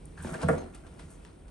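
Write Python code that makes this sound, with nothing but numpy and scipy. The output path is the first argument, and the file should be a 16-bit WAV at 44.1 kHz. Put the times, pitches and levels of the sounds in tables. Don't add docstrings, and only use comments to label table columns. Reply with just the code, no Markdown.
import sys
import numpy as np
from scipy import signal
from scipy.fft import rfft, irfft
from scipy.io import wavfile

SR = 44100
rng = np.random.default_rng(int(sys.argv[2]) if len(sys.argv) > 2 else 0)


def digitize_waveform(pressure):
    field = np.atleast_2d(pressure).T
    bounded = np.clip(field, -1, 1)
    quanta = np.round(bounded * 32767).astype(np.int16)
    wavfile.write(sys.argv[1], SR, quanta)


N = 66150
TIME = np.arange(N) / SR
HZ = np.maximum(np.arange(N + 1) * SR / (2 * N), 1)

# (time [s], level [dB], contact cut-off [Hz])
BODY_THUDS = [(0.192, -25.5, 68.4), (0.2427, -39, 307), (0.3111, -34.5, 305), (0.4345, -19, 170),
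              (0.444, -27.5, 163), (0.4865, -23.5, 204), (0.5072, -41, 194), (0.533, -38.5, 263),
              (0.901, -41.5, 141), (1.025, -42, 185), (1.142, -47.5, 170)]
# (frequency [Hz], level [dB], t60 [s])
BUCKET_MODES = [(83.1, -7, 0.5), (138.4, -3.5, 0.22), (149.2, 4.5, 0.19), (176.5, 0.5, 0.26),
                (219.3, -11, 0.62), (264.1, -7.5, 0.62)]
# (time [s], level [dB], contact cut-off [Hz])
FOOTFALLS = [(0.431, -29.5, 1490), (0.445, -30.5, 415), (0.995, -54, 730)]
# (frequency [Hz], level [dB], t60 [s])
FLOOR_MODES = [(492.6, -1.5, 0.15), (671, -3, 0.19), (878, -4.5, 0.11), (1094, -6, 0.17),
               (1328, -14.5, 0.097), (1564, -2.5, 0.05)]
# (time [s], level [dB])
FOOT_DRAG = [(0.77, -90), (0.828, -64), (0.85, -50.5), (0.93, -100)]

# (time [s], level [dB], contact cut-off [Hz], edge click level [dB])
FLAP_KNOCKS = [(0.3405, -40, 3600, -36.5), (0.4862, -21.5, 1800, -63), (0.4877, -28.5, 900, -33.5),
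               (0.5031, -23, 422, -60), (0.5325, -33, 1440, -69), (0.58, -46, 1410, -41.5),
               (0.995, -57.5, 1600, -45.5)]
# (frequency [Hz], level [dB], t60 [s])
LID_MODES = [(451.4, -5, 0.063), (494, -1, 0.13), (636, -6, 0.058), (671, -1, 0.076), (692, -11, 0.19),
             (768.5, -8, 0.14), (815, -12, 0.047), (961, -8.5, 0.08), (1153, -7.5, 0.064),
             (1411.4, -4, 0.11), (1487, -4.5, 0.033), (1696, -6.5, 0.13), (1800, -10.5, 0.11),
             (2180, -21, 0.13)]
# (frequency [Hz], relative density [dB])
CLATTER_COLOUR = [(200, 4), (420, 6), (740, 4), (1000, -0.5), (1500, 3), (2200, -4), (6000, -46)]
# (time [s], level [dB])
FLAP_JUDDER = [(0.225, -71), (0.255, -47.5), (0.33, -42.5), (0.37, -40.5), (0.41, -43.5), (0.48, -43),
               (0.6, -46.5), (0.72, -58.5), (1.38, -65)]
# (time [s], level [dB], contact cut-off [Hz])
FLAP_TAPS = [(0.247, -34.5, 1490), (0.55, -38.5, 497), (0.631, -40.5, 685)]
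# (frequency [Hz], level [dB], t60 [s])
FLAP_MODES = [(223.6, 0, 0.23), (375.3, 0.5, 0.084), (575, 0.5, 0.032), (896, -6, 0.046)]
# (time [s], level [dB])
EDGE_TAPS = [(0.2456, -38.5), (0.3426, -34), (0.347, -33)]
# (frequency [Hz], level [dB], t60 [s])
EDGE_MODES = [(1390, -1.5, 0.014), (1600, 1, 0.019), (1780, -4, 0.022), (2550, -10, 0.007)]

# (time [s], level [dB])
CLAW_SKID = [(0.168, -69), (0.177, -54), (0.215, -57), (0.25, -49.5), (0.285, -47), (0.32, -55.5),
             (0.35, -47), (0.395, -53.5), (0.425, -41), (0.442, -50.5), (0.458, -53.5), (0.52, -51.5),
             (0.59, -55), (0.65, -60.5), (0.72, -83)]
# (time [s], level [dB])
CLAW_SHUFFLE = [(0.72, -71), (0.748, -53.5), (0.83, -69.5), (0.88, -65), (0.96, -63.5), (1.0, -62),
                (1.06, -67), (1.135, -64), (1.21, -64.5), (1.26, -58.5), (1.38, -70)]
# (frequency [Hz], relative gain [dB])
CLAW_COLOUR = [(300, -7), (900, 18.5), (1700, 7.5), (2500, 6), (4000, 1), (6500, -3), (9000, -10),
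               (15000, 1.5)]
# (time [s], level [dB], t60 [s], low edge [Hz])
CLAW_TICKS = [(0.0553, -36, 0.014, 9500), (0.223, -39.5, 0.12, 8500), (0.249, -45, 0.0087, 3050),
              (0.417, -38.5, 0.024, 2530), (0.428, -39, 0.083, 2320), (0.484, -35, 0.094, 7400),
              (0.746, -44.5, 0.088, 7200), (0.866, -51.5, 0.094, 900), (0.991, -51.5, 0.32, 1180),
              (1.102, -47, 0.18, 8650), (1.2492, -45, 0.018, 1300), (1.481, -55.5, 0.092, 700)]
# (frequency [Hz], level [dB], t60 [s])
PING_MODES = [(4160, 0, 0.22), (6400, 7, 0.16)]
# (time [s], level [dB])
FUR_BRUSH = [(0.16, -74), (0.226, -55), (0.34, -49), (0.43, -64), (0.46, -102), (0.52, -49.5), (0.6, -73.5),
             (1.07, -65.5), (1.135, -57.5), (1.22, -79)]
# (frequency [Hz], relative gain [dB])
FUR_COLOUR = [(3000, -21), (6500, 5), (8400, -8.5), (11000, 4.5), (15000, 10)]

# (frequency [Hz], gain [dB])
ECHO_COLOUR = [(100, -40), (170, -12), (260, 3.5), (400, 9), (700, 3), (1500, -9), (3000, 3.5), (9000, -1)]
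# (frequency [Hz], relative density [dB])
RUMBLE_COLOUR = [(22, -52), (33, -0.5), (46, 3.5), (62, -1.5), (82, 0), (115, -10), (160, -4), (220, -12),
                 (350, -10.5), (600, -19.5), (1100, -40.5), (2200, -35.5), (4000, -44), (7000, -51.5),
                 (15000, -39)]
# (frequency [Hz], correlation [-1..1])
MIC_LIKENESS = [(60, 1), (160, 0.84), (300, 0.69), (600, 0.14), (1200, 0.21), (2500, 0.62), (5000, 0.95),
                (9000, 1)]
# (frequency [Hz], gain [dB])
MIC_COLOUR = [(7000, -1), (8200, 9.5), (9300, 14), (9800, 4), (10200, -9.5), (11700, -8.5), (13000, -70),
              (15500, -33)]
# (frequency [Hz], left over right [dB])
MIC_BALANCE = [(150, -1), (300, -2.5), (700, 1.1), (1300, -0.5), (2800, 3), (5000, 2), (8500, 0.5)]

PLASTIC_WIDTH = 0.46


def bucket():
    boom = cut(strike(BODY_THUDS, BUCKET_MODES), hz=65.6, kind="high")
    slips = cut(grains(per_s=510, spread_db=0.5)[0], hz=850, kind="high")
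    drag = cut(convolve(slips, ringing(FLOOR_MODES)), hz=1100, kind="low")
    feet = strike(FOOTFALLS, FLOOR_MODES, PLASTIC_WIDTH)
    return boom + feet + level(FOOT_DRAG) * rms_one(drag)


def flap():
    clatter = from_db(1) * noise(CLATTER_COLOUR) * dying(0, t60=0.13)
    lid = cut(ringing(LID_MODES, PLASTIC_WIDTH) + clatter, hz=170, kind="high")
    knocks = convolve(sum(contact(s, db, hz) for s, db, hz, _ in FLAP_KNOCKS), lid)
    clicks = noise(CLAW_COLOUR) * sum(from_db(db) * dying(s, t60=0.032) for s, _, _, db in FLAP_KNOCKS)
    slips = cut(grains(per_s=630, spread_db=0.5)[0], hz=900, kind="low", order=1)
    judder = convolve(slips, lid * dying(0, t60=0.038))
    taps = strike(FLAP_TAPS, FLAP_MODES, width=0.2)
    return knocks + clicks + taps + level(FLAP_JUDDER) * rms_one(judder)


def tipping():
    rim = ringing(EDGE_MODES, width=0.28)
    rasp = rms_one(convolve(grains(per_s=2100, spread_db=-1.0)[0], rim))
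    taps = convolve(sum(contact(s, db, hz=5000) for s, db in EDGE_TAPS), rim)
    return from_db(-51) * dying(0.174, t60=0.57) * rasp + taps


def claws():
    scratch = stereo(skitter(), CLAW_COLOUR) * (level(CLAW_SKID) + level(CLAW_SHUFFLE))
    fur = stereo(skitter(), FUR_COLOUR) * level(FUR_BRUSH)
    ping = convolve(contact(s=0.583, db=-58, hz=9000), ringing(PING_MODES))
    rasp = noise(CLAW_COLOUR)
    ticks = sum(tick(rasp, *row) for row in CLAW_TICKS)
    return scratch + fur + ping + ticks


def skitter(pitches=32, t60_cycles=28):
    dealt = rng.integers(0, pitches, N)
    slips = grains(per_s=14000, spread_db=1)
    rings = 0
    for k, hz in enumerate(np.geomspace(500, 15000, pitches)):
        decay = from_db(-60 * hz / (t60_cycles * SR))
        angle = 2 * np.pi * hz / SR
        feedback = [1, -2 * decay * np.cos(angle), decay * decay]
        rings = rings + signal.lfilter([1 - decay, 0, decay - 1], feedback, slips * (dealt == k) + 1e-18)
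    return rings


def tick(rasp, s, db, t60, hz):
    burst = cut(rasp * dying(s, t60), hz, "high", order=4)
    return from_db(db) * burst / np.std(cut(rasp, hz, "high", order=4))


def reflections(x, delay_s=0.0039):
    tail = shape(rng.standard_normal((2, N)), from_db(at_hz(ECHO_COLOUR)))
    fade = dying(delay_s, t60=0.38)
    return from_db(-9) * convolve(x, tail * fade / np.sqrt(np.sum(fade ** 2)))


def rumble(ease_db_per_s=2):
    return from_db(-48 - ease_db_per_s * (TIME - TIME.mean())) * noise(RUMBLE_COLOUR)


def strike(hits, modes, width=0):
    return convolve(sum(contact(*row) for row in hits), ringing(modes, width))


def contact(s, db, hz):
    impulse = np.maximum(1 - abs(TIME - s) * SR, 0)
    return from_db(db) * cut(impulse, hz, "low")


def ringing(modes, width=0):
    leans = width * rng.choice([-1, 1], len(modes))
    response = 0
    for k, (hz, db, t60) in enumerate(modes):
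        phase = 2 * np.pi * hz * TIME
        swing = np.sin(phase) + leans[k] * np.cos(phase) * [[1], [-1]]
        response = response + (-1) ** k * from_db(db) * dying(0, t60) * swing
    return response


def grains(per_s, spread_db):
    sizes = from_db(spread_db * np.minimum(rng.exponential(1, N), 4))
    return (rng.random(N) < per_s / SR) * sizes * rng.standard_normal((2, N))


def noise(colour):
    return stereo(rng.standard_normal((2, N)), colour)


def stereo(pair, colour):
    alike = np.clip(at_hz(MIC_LIKENESS), -1, 1)
    gain = from_db(at_hz(colour))
    mid = shape(pair[0], gain * np.sqrt(1 + alike))
    side = shape(pair[1], gain * np.sqrt(1 - alike))
    return rms_one(np.array([mid + side, mid - side]))


def from_db(db):
    return 10 ** (np.asarray(db) / 20)


def rms_one(x):
    return x / np.sqrt(np.mean(x ** 2) + 1e-20)


def at_hz(points):
    hz, value = np.transpose(points)
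    return np.interp(np.log(HZ), np.log(hz), value)


def level(points):
    return from_db(np.interp(TIME, *np.transpose(points)))


def dying(s, t60):
    return (TIME >= s) * from_db(-60 * np.maximum(TIME - s, 0) / t60)


def shape(x, gain):
    return irfft(rfft(x, 2 * N) * gain)[..., :N]


def convolve(x, response):
    return shape(x, rfft(response, 2 * N))


def cut(x, hz, kind, order=2):
    sections = signal.butter(order, np.clip(hz, 10, .45 * SR), kind, fs=SR, output="sos")
    return signal.sosfilt(sections, x + 1e-18)


def scene():
    trap = bucket() + flap() + tipping() + claws()
    return trap + reflections(trap) + rumble()


def record(dry):
    left_lead_s, cutoff_hz = 2.6e-5, 16000
    sides = np.array([[.5], [-.5]])
    lead = np.exp(2j * np.pi * HZ * left_lead_s * sides)
    gain = from_db(at_hz(MIC_COLOUR) + at_hz(MIC_BALANCE) * sides)
    top_cut = signal.ellip(10, .1, 80, cutoff_hz, fs=SR, output="sos")
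    return signal.sosfilt(top_cut, shape(dry, lead * gain))


dry = scene()
out = record(dry)
digitize_waveform(out)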